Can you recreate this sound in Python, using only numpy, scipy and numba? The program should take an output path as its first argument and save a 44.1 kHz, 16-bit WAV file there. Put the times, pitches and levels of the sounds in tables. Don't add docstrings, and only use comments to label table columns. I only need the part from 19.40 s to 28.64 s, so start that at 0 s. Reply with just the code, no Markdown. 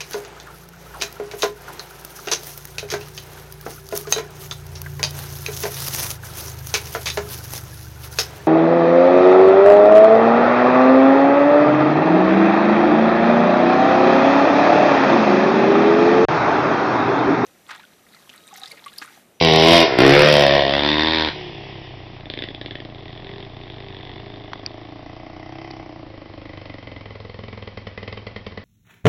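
import sys
import numpy as np
from scipy import signal
from scipy.fft import rfft, irfft
from scipy.io import wavfile
from scipy.ndimage import uniform_filter1d
from numba import njit

SR = 44100
rng = np.random.default_rng(int(sys.argv[2]) if len(sys.argv) > 2 else 0)


def generate_wav(sig):
    pcm = np.round(np.clip(np.atleast_2d(sig).T, -1, 1) * 32767).astype(np.int16)
    wavfile.write(sys.argv[1], SR, pcm)


def invert_db(level):
    return 10 ** (np.asarray(level, dtype=float) / 20)


N = 407484
T = np.arange(N) / SR


def level(x, db=0):
    return x * invert_db(db) / np.sqrt(np.mean(x ** 2))


@njit
def svf(x, hz, width):
    y, b, l = np.empty(len(x)), 0., 0.
    for i in range(len(x)):
        g, k = np.tan(np.pi * hz[i] / SR), width / hz[i]
        v = (b + g * (x[i] + 1e-18 - l)) / (1 + g * (g + k))
        b, l, y[i] = 2 * v - b, l + 2 * g * v, k * v
    return y


def ring(x, hz, width_hz):
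    return svf(x, hz + 0 * T, float(width_hz))


def ring_twice(x, first_hz, first_width_hz, second_hz, second_width_hz):
    return ring(ring(x, first_hz, first_width_hz), second_hz, second_width_hz)


def body(x, modes):
    return sum((-1) ** k * invert_db(db) * ring(x, hz, width) for k, (hz, width, db) in enumerate(modes))


def clicks(times, sizes):
    out, at = np.zeros(N + 2), np.clip(np.asarray(times) * SR, 0, N)
    np.add.at(out, at.astype(int), sizes * (1 - at % 1))
    np.add.at(out, at.astype(int) + 1, sizes * (at % 1))
    return out[:N]


def blast(pulses, puff_s, gas):
    puff = signal.lfilter([1], [1, -np.exp(-1 / (puff_s * SR))], pulses) / np.sqrt(puff_s * SR / 2)
    return pulses + gas * puff * rng.standard_normal(N)


def silencer_modes(climb, astern):
    # (pitch [Hz], width [Hz], level [dB])
    modes = [(1850, 420, -1), (2884, 930, 0), (3475, 390, 2.5), (5060, 740, -5.5)]
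    return [(hz * climb ** (k < 3), width, db - 2.5 * astern * (k % 2) * (k + 1))
            for k, (hz, width, db) in enumerate(modes)]


def two_stroke(spells, pattern, chamber_width):
    # (from [s], to [s])
    shut_spans = [
        (0.441, .58),
        (1.901, 2.8),
    ]
    s, *columns = np.concatenate(spells).T
    hz, open_db = (np.interp(T, s, column) for column in columns)
    shut = uniform_filter1d(sum(1. * (T > a) * (T < b) for a, b in shut_spans), SR // 50)
    crack_db = open_db - 18 * shut

    abreast_s, passing_s = 0.48, 0.52
    bearing = 90 + np.degrees(np.arctan((T - abreast_s) / passing_s))
    deg, *tones = np.transpose(pattern)
    boom_db, header_db, chamber_db = (crack_db + np.interp(bearing, deg, tone) for tone in tones[:3])
    chamber_db += 4.5 * shut
    chamber_hz = np.interp(bearing, deg, tones[3]) * (1 - 0.11 * shut)

    turns = np.cumsum(hz) / SR
    times = np.interp(np.arange(1, turns[-1]), turns, T)
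    late, strong = rng.standard_normal((2, len(times)))
    size = 1 / np.sqrt(np.interp(times, T, hz))
    soft = blast(clicks(times + .00004 * late, size * invert_db(.7 * strong)), puff_s=.006, gas=.12)
    hard = blast(clicks(times + .0001 * late, size * invert_db(1.5 * strong)), puff_s=.003, gas=.9)
    hard = (1 - 0.65 * shut) * level(hard) + (0.3 + 0.85 * shut) * rng.standard_normal(N)

    boom = ring_twice(soft, 161, 90, 175.5, 160)
    header = ring_twice(soft, 299, 110, 343, 180)
    chamber = ring_twice(soft, chamber_hz, chamber_width, chamber_hz, 760)
    fundamental = invert_db(0.6 * crack_db - 29.5) * level(ring_twice(soft, 75, 40, 78, 41))
    blow = -invert_db(-8.0) * level(ring_twice(soft, 1015, 230, 967, 350))
    close = np.clip(np.minimum(T - .35, .95 - T) / .15, 0, 1)
    blow += invert_db(-1) * close * level(ring(hard, 1480, 710))

    ahead = np.clip((95 - bearing) / 25, 0, 1)
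    astern = np.clip((bearing - 125) / 25, 0, 1)
    climb = 1 + .11 * ahead + .006 * astern * np.maximum(hz - 70, 0)
    crack = level(body(hard, silencer_modes(climb, astern * (1 - shut)))) + blow

    running = sum(1. * (T >= spell[0][0]) * (T < spell[-1][0]) for spell in spells)
    pipe = invert_db(boom_db) * level(boom) - invert_db(header_db) * level(header) + invert_db(chamber_db) * level(chamber)
    pipe += fundamental * (1 - 0.46 * shut) * (hz > 45)
    return uniform_filter1d(running, SR // 20) * (pipe + invert_db(crack_db) * crack)


def ground(x, share):
    # (time [s], lag [ms])
    bounce = [(0, 2.6), (.3, 2.84), (.6, 2.92), (.7, 2.6), (.85, 1.604), (1.25, 1.75), (1.5, 1.16),
              (1.9, 1.31)]
    dirt_hz = 1300
    dull = signal.lfilter(*signal.butter(1, dirt_hz, fs=SR), x)
    lag_s = np.interp(T, *np.transpose(bounce)) / 1000
    filter_delay_s = 1 / (2 * np.pi * dirt_hz)
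    return x + share * np.interp(T - lag_s + filter_delay_s, T, dull)


def scatter(x, t60, wet_db, low_hz):
    t = np.arange(SR // 2) / SR
    cloud = rng.standard_normal(len(t)) * invert_db(-60 * t / t60) * (1 - np.exp(-t / 0.0067))
    cloud = signal.lfilter(*signal.butter(1, low_hz, "high", fs=SR), cloud / np.linalg.norm(cloud))
    return x + invert_db(wet_db) * signal.fftconvolve(x, cloud)[:N]


def passing_bike():
    # (time [s], firing rate [Hz], crack level with the throttle open [dB])
    ride = [(0, 85.06, -15.5), (.1, 78.98, -15.5), (.23, 80.68, -13.5), (.33, 85.28, -8.5),
            (.43, 82.5, -15.5), (.48, 70.54, -12.5), (.58, 59, -16.5), (.63, 66.48, -15), (.78, 72.44, -16),
            (.87, 75.6, -14), (.93, 74.1, -13.5), (1.1, 68.7, -18), (1.18, 72.54, -18),
            (1.24, 68.02, -22.5), (1.48, 74.15, -20), (1.74, 80.86, -20), (1.86, 77.53, -21.5),
            (2.0, 59.2, -38)]
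    # (bearing from the nose [deg], boom [dB], header [dB], chamber [dB], chamber pitch [Hz])
    radiation = [(55, 3.5, -27, 3, 498), (80, -1.5, -9.5, 5.5, 552), (113.2, 8.5, 3, 7.5, 486),
                 (126.4, -4, 3, 2, 558), (145.3, -7.5, -1.5, 1.5, 625), (154.04, -15.5, 1.5, -11.5, 580),
                 (157.5, -29, -1, -13, 550)]
    bike = two_stroke([ride], radiation, chamber_width=160)
    return scatter(ground(bike, share=.55), t60=.3, wet_db=-6, low_hz=500)


def sputter():
    # (time [s], crack level [dB])
    pops = [(2.8563, -22.5), (2.8999, -10.5), (2.9376, -13.5), (2.9742, -15), (2.9892, -13.5),
            (3.022, -10.5), (3.038, -11.5), (3.0866, -18.5), (3.1046, -23.5), (3.1473, -18.5),
            (3.2131, -14), (3.2602, -14.5), (3.3089, -15), (3.354, -15.5), (3.4023, -21.5), (3.4498, -23),
            (3.4993, -31), (3.547, -26.5)]
    s, crack_db = np.transpose(pops)
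    chamber_db = -13 - 0.62 * (crack_db - crack_db.max())
    crack = blast(clicks(s, invert_db(crack_db)), puff_s=.003, gas=.7)
    crack = body(crack, silencer_modes(climb=1, astern=1))
    puffs = blast(clicks(s, invert_db(crack_db + chamber_db)), puff_s=.006, gas=.3)
    chamber = ring_twice(puffs, 345, 130, 260, 230) - 0.29 * ring_twice(puffs, 580, 96, 600, 180)
    return invert_db(18.0) * crack + invert_db(37.0) * chamber


def leaving_bike():
    # (time [s], firing rate [Hz], open-throttle crack level [dB])
    coasting = [(1.94, 63.2, -23), (2.13, 56.84, -28), (2.26, 57, -28.5), (2.42, 53.8, -30.5),
                (2.53, 48.96, -33.5), (2.8, 45.3, -36.5)]
    # (time [s], firing rate [Hz], crack level [dB])
    far_off = [(3.56, 40.08, -51), (4.0, 45, -45.5), (4.11, 41.3, -53.5), (4.3, 47.6, -48),
               (4.442, 49.57, -49.5), (4.722, 46.2, -47), (4.882, 50.8, -49.5), (5.339, 50.54, -53.5),
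               (5.898, 56, -64)]
    # (bearing from the nose [deg], boom [dB], header [dB], chamber [dB], chamber pitch [Hz])
    behind = [(170, -9, -5, 0.0026, 396)]
    bike = two_stroke([coasting, far_off], behind, chamber_width=50) + sputter()
    bike = scatter(bike, t60=.25, wet_db=-7, low_hz=400)
    bike = signal.lfilter(*signal.butter(3, 4200, fs=SR), bike)
    return bike - 0.88 * ring(bike, 1280, 750)


def spread(x, rise_s):
    t = np.arange(2048) / SR
    spectrum = rfft(rng.standard_normal(len(t)) * t * np.exp(-t / rise_s))
    power = np.abs(spectrum) ** 2
    burst = irfft(spectrum / np.sqrt(power + .003 * np.mean(power)))
    return signal.fftconvolve(x, burst)[:N]


def four_stroke():
    # (time [s], firing rate [Hz])
    crank = [(1.9, 37.46), (2.88, 28.79), (4.38, 29.85), (4.64, 30.97), (5.14, 26.32), (5.9, 30.17),
             (6.3, 33.73), (6.84, 24.52), (7.02, 25.87), (7.68, 20.61), (8.12, 21.9), (8.25, 19.55),
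             (8.43, 21.2), (8.55, 17.7), (8.65, 20.56), (8.91, 21.64), (9.05, 18.27), (9.25, 18.55)]
    skipped = [252, 254, 256, 262, 264, 266, 270]
    weak = [268]
    # (time [s], nearness [dB], throttle [0-1])
    thumper = [(1.9, 1.5, 0.2), (2.6, -2.5, 0.07), (3.2, -2, 0.32), (4, -2, 0.09), (4.7, -1, 0.06),
               (5.2, -2, 1), (5.9, 0, 0.94), (6.25, 3, 1), (6.5, -1, 1.1), (6.8, -1.5, 0.9),
               (7.2, 2.5, 0.7), (7.8, 1, 0.3), (8.6, 4.5, 0.56), (8.9, 5, 0.65), (9.24, 3.5, 0.73)]
    # (pitch [Hz], width [Hz], level [dB])
    muffler = [(2014, 157, 2), (2680, 170, -7.5), (3100, 246, -5.5), (4300, 600, -12.5), (5080, 230, -14.5)]
    # (level [dB], share of nearness [ratio], gain at full throttle [dB])
    layers = [
        (-42.5, 0.68, -5),
        (-55, 0.74, 8.5),
        (-50.5, 0.71, 3),
        (-56.5, 2.33, -0.5),
    ]
    # (pitch at 28 Hz firing [Hz], rise per Hz of firing [Hz])
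    tuning = [
        (113, 1.6),
        (300, 5),
        (650, 7),
    ]
    # (time [s], span [s], pipe pitch [ratio], bark pitch [ratio], bark gain [dB])
    crests = [
        (6.62, .2, 1.07, .87, -1),
        (7.7, .3, .74, .92, 3),
    ]

    rate = np.interp(T, *np.transpose(crank))
    count = -1.165 + np.cumsum(rate) / SR
    beats = np.arange(1, int(count[-1]))
    late, strong = rng.standard_normal((2, len(beats)))
    times = np.interp(beats, count, T) + .002 + .0001 * late
    fired_db = -22 * np.isin(beats, skipped) - 9 * np.isin(beats, weak) + 0.5 * np.isin(beats - 1, skipped)
    size = np.sqrt(np.gradient(times)) * invert_db(.7 * strong)

    s, *columns = np.transpose(thumper)
    near_db, throttle = (np.interp(T, s, column) for column in columns)
    thump_db, pipe_db, bark_db, crack_db = (db + share * near_db + open_db * throttle
                                            for db, share, open_db in layers)

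    pump = blast(clicks(times, size * invert_db(.3 * fired_db)), puff_s=.012, gas=.04)
    fired = clicks(times, size * invert_db(fired_db))
    soft = spread(fired, rise_s=.0015) + blast(.2 * fired, puff_s=.01, gas=.8)
    hard = .6 * spread(fired, rise_s=.0012) + blast(.2 * fired, puff_s=.006, gas=5.)

    thump_hz, pipe_hz, bark_hz = (hz + rise * (rate - 28) for hz, rise in tuning)
    for s, span, pipe_factor, bark_factor, gain_db in crests:
        over = np.clip(.5 + (T - s) / span, 0, 1)
        pipe_hz = pipe_hz * pipe_factor ** over
        bark_hz = bark_hz * bark_factor ** over
        bark_db = bark_db + gain_db * over

    low_hz = .75 * thump_hz
    thump = ring_twice(pump, thump_hz, 20, thump_hz, 45) - .3 * ring_twice(pump, low_hz, 20, low_hz, 45)
    thump += .5 * ring(pump, 0.82 * thump_hz, 26) - .5 * ring(pump, 28, 6.9)
    thump -= 0.15 * ring_twice(pump, 187, 49, 210, 75)
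    pipe = ring_twice(soft, pipe_hz, 60, pipe_hz, 130)
    bark = ring_twice(soft, bark_hz, 140, bark_hz, 280) - .2 * ring_twice(soft, 1100, 350, 1100, 600)
    intake = invert_db(crack_db - 8) * throttle * (T < crests[0][0]) * level(ring(hard, 4530, 610))
    return (intake + invert_db(thump_db) * level(thump) + invert_db(pipe_db) * level(pipe) + invert_db(bark_db) * level(bark)
            + invert_db(crack_db) * level(body(hard, muffler)))


def twigs():
    # (time [s], peak level [dB], pitch [Hz], ring time [s])
    snaps = [
        (5.133, -20, 1050, .014),
        (5.262, -15, 4800, .012),
        (6.311, -29, 4500, .01),
    ]
    out = np.zeros(N)
    for s, db, hz, t60 in snaps:
        crackle = blast(clicks([s], 1), puff_s=.001, gas=1.)
        main = level(ring_twice(crackle, hz, 9 / t60, hz, 1500))
        snap = main + .3 * level(ring_twice(crackle, 2700, 900, 2700, 1500))
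        out += invert_db(db) * snap / np.abs(snap).max()
    return out


def woods():
    # (frequency [Hz], level per Hz [dB])
    tone = [(20, -15), (100, -5), (250, -11), (1000, -19), (1340, -27), (2000, -21), (5300, -31),
            (6500, -52)]
    hz = np.fft.rfftfreq(N, 1 / SR) + 1
    tone_hz, tone_db = np.transpose(tone)
    shape = invert_db(np.interp(np.log(hz), np.log(tone_hz), tone_db))
    return level(irfft(rfft(rng.standard_normal(N)) * shape, N), -49)


def scene():
    near = invert_db(-4.0) * passing_bike()
    leaving = leaving_bike()
    coming = scatter(four_stroke(), t60=.2, wet_db=-5, low_hz=400)
    return (near + leaving + coming + twigs() + woods())[None]


def roll_off(x):
    return signal.sosfilt(signal.butter(12, 15890, fs=SR, output="sos"), x)


def record(dry):
    squashed = 0.74 * np.tanh(1.489 * dry / 0.66) / 1.361 * invert_db(2.0)
    band_hz = 5850
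    narrow = signal.sosfilt(signal.ellip(10, .3, 95, band_hz, fs=SR, output="sos"), squashed)
    clipped = np.clip(narrow, -.7, .7)
    return roll_off(clipped)


dry = scene()
out = record(dry)
generate_wav(out)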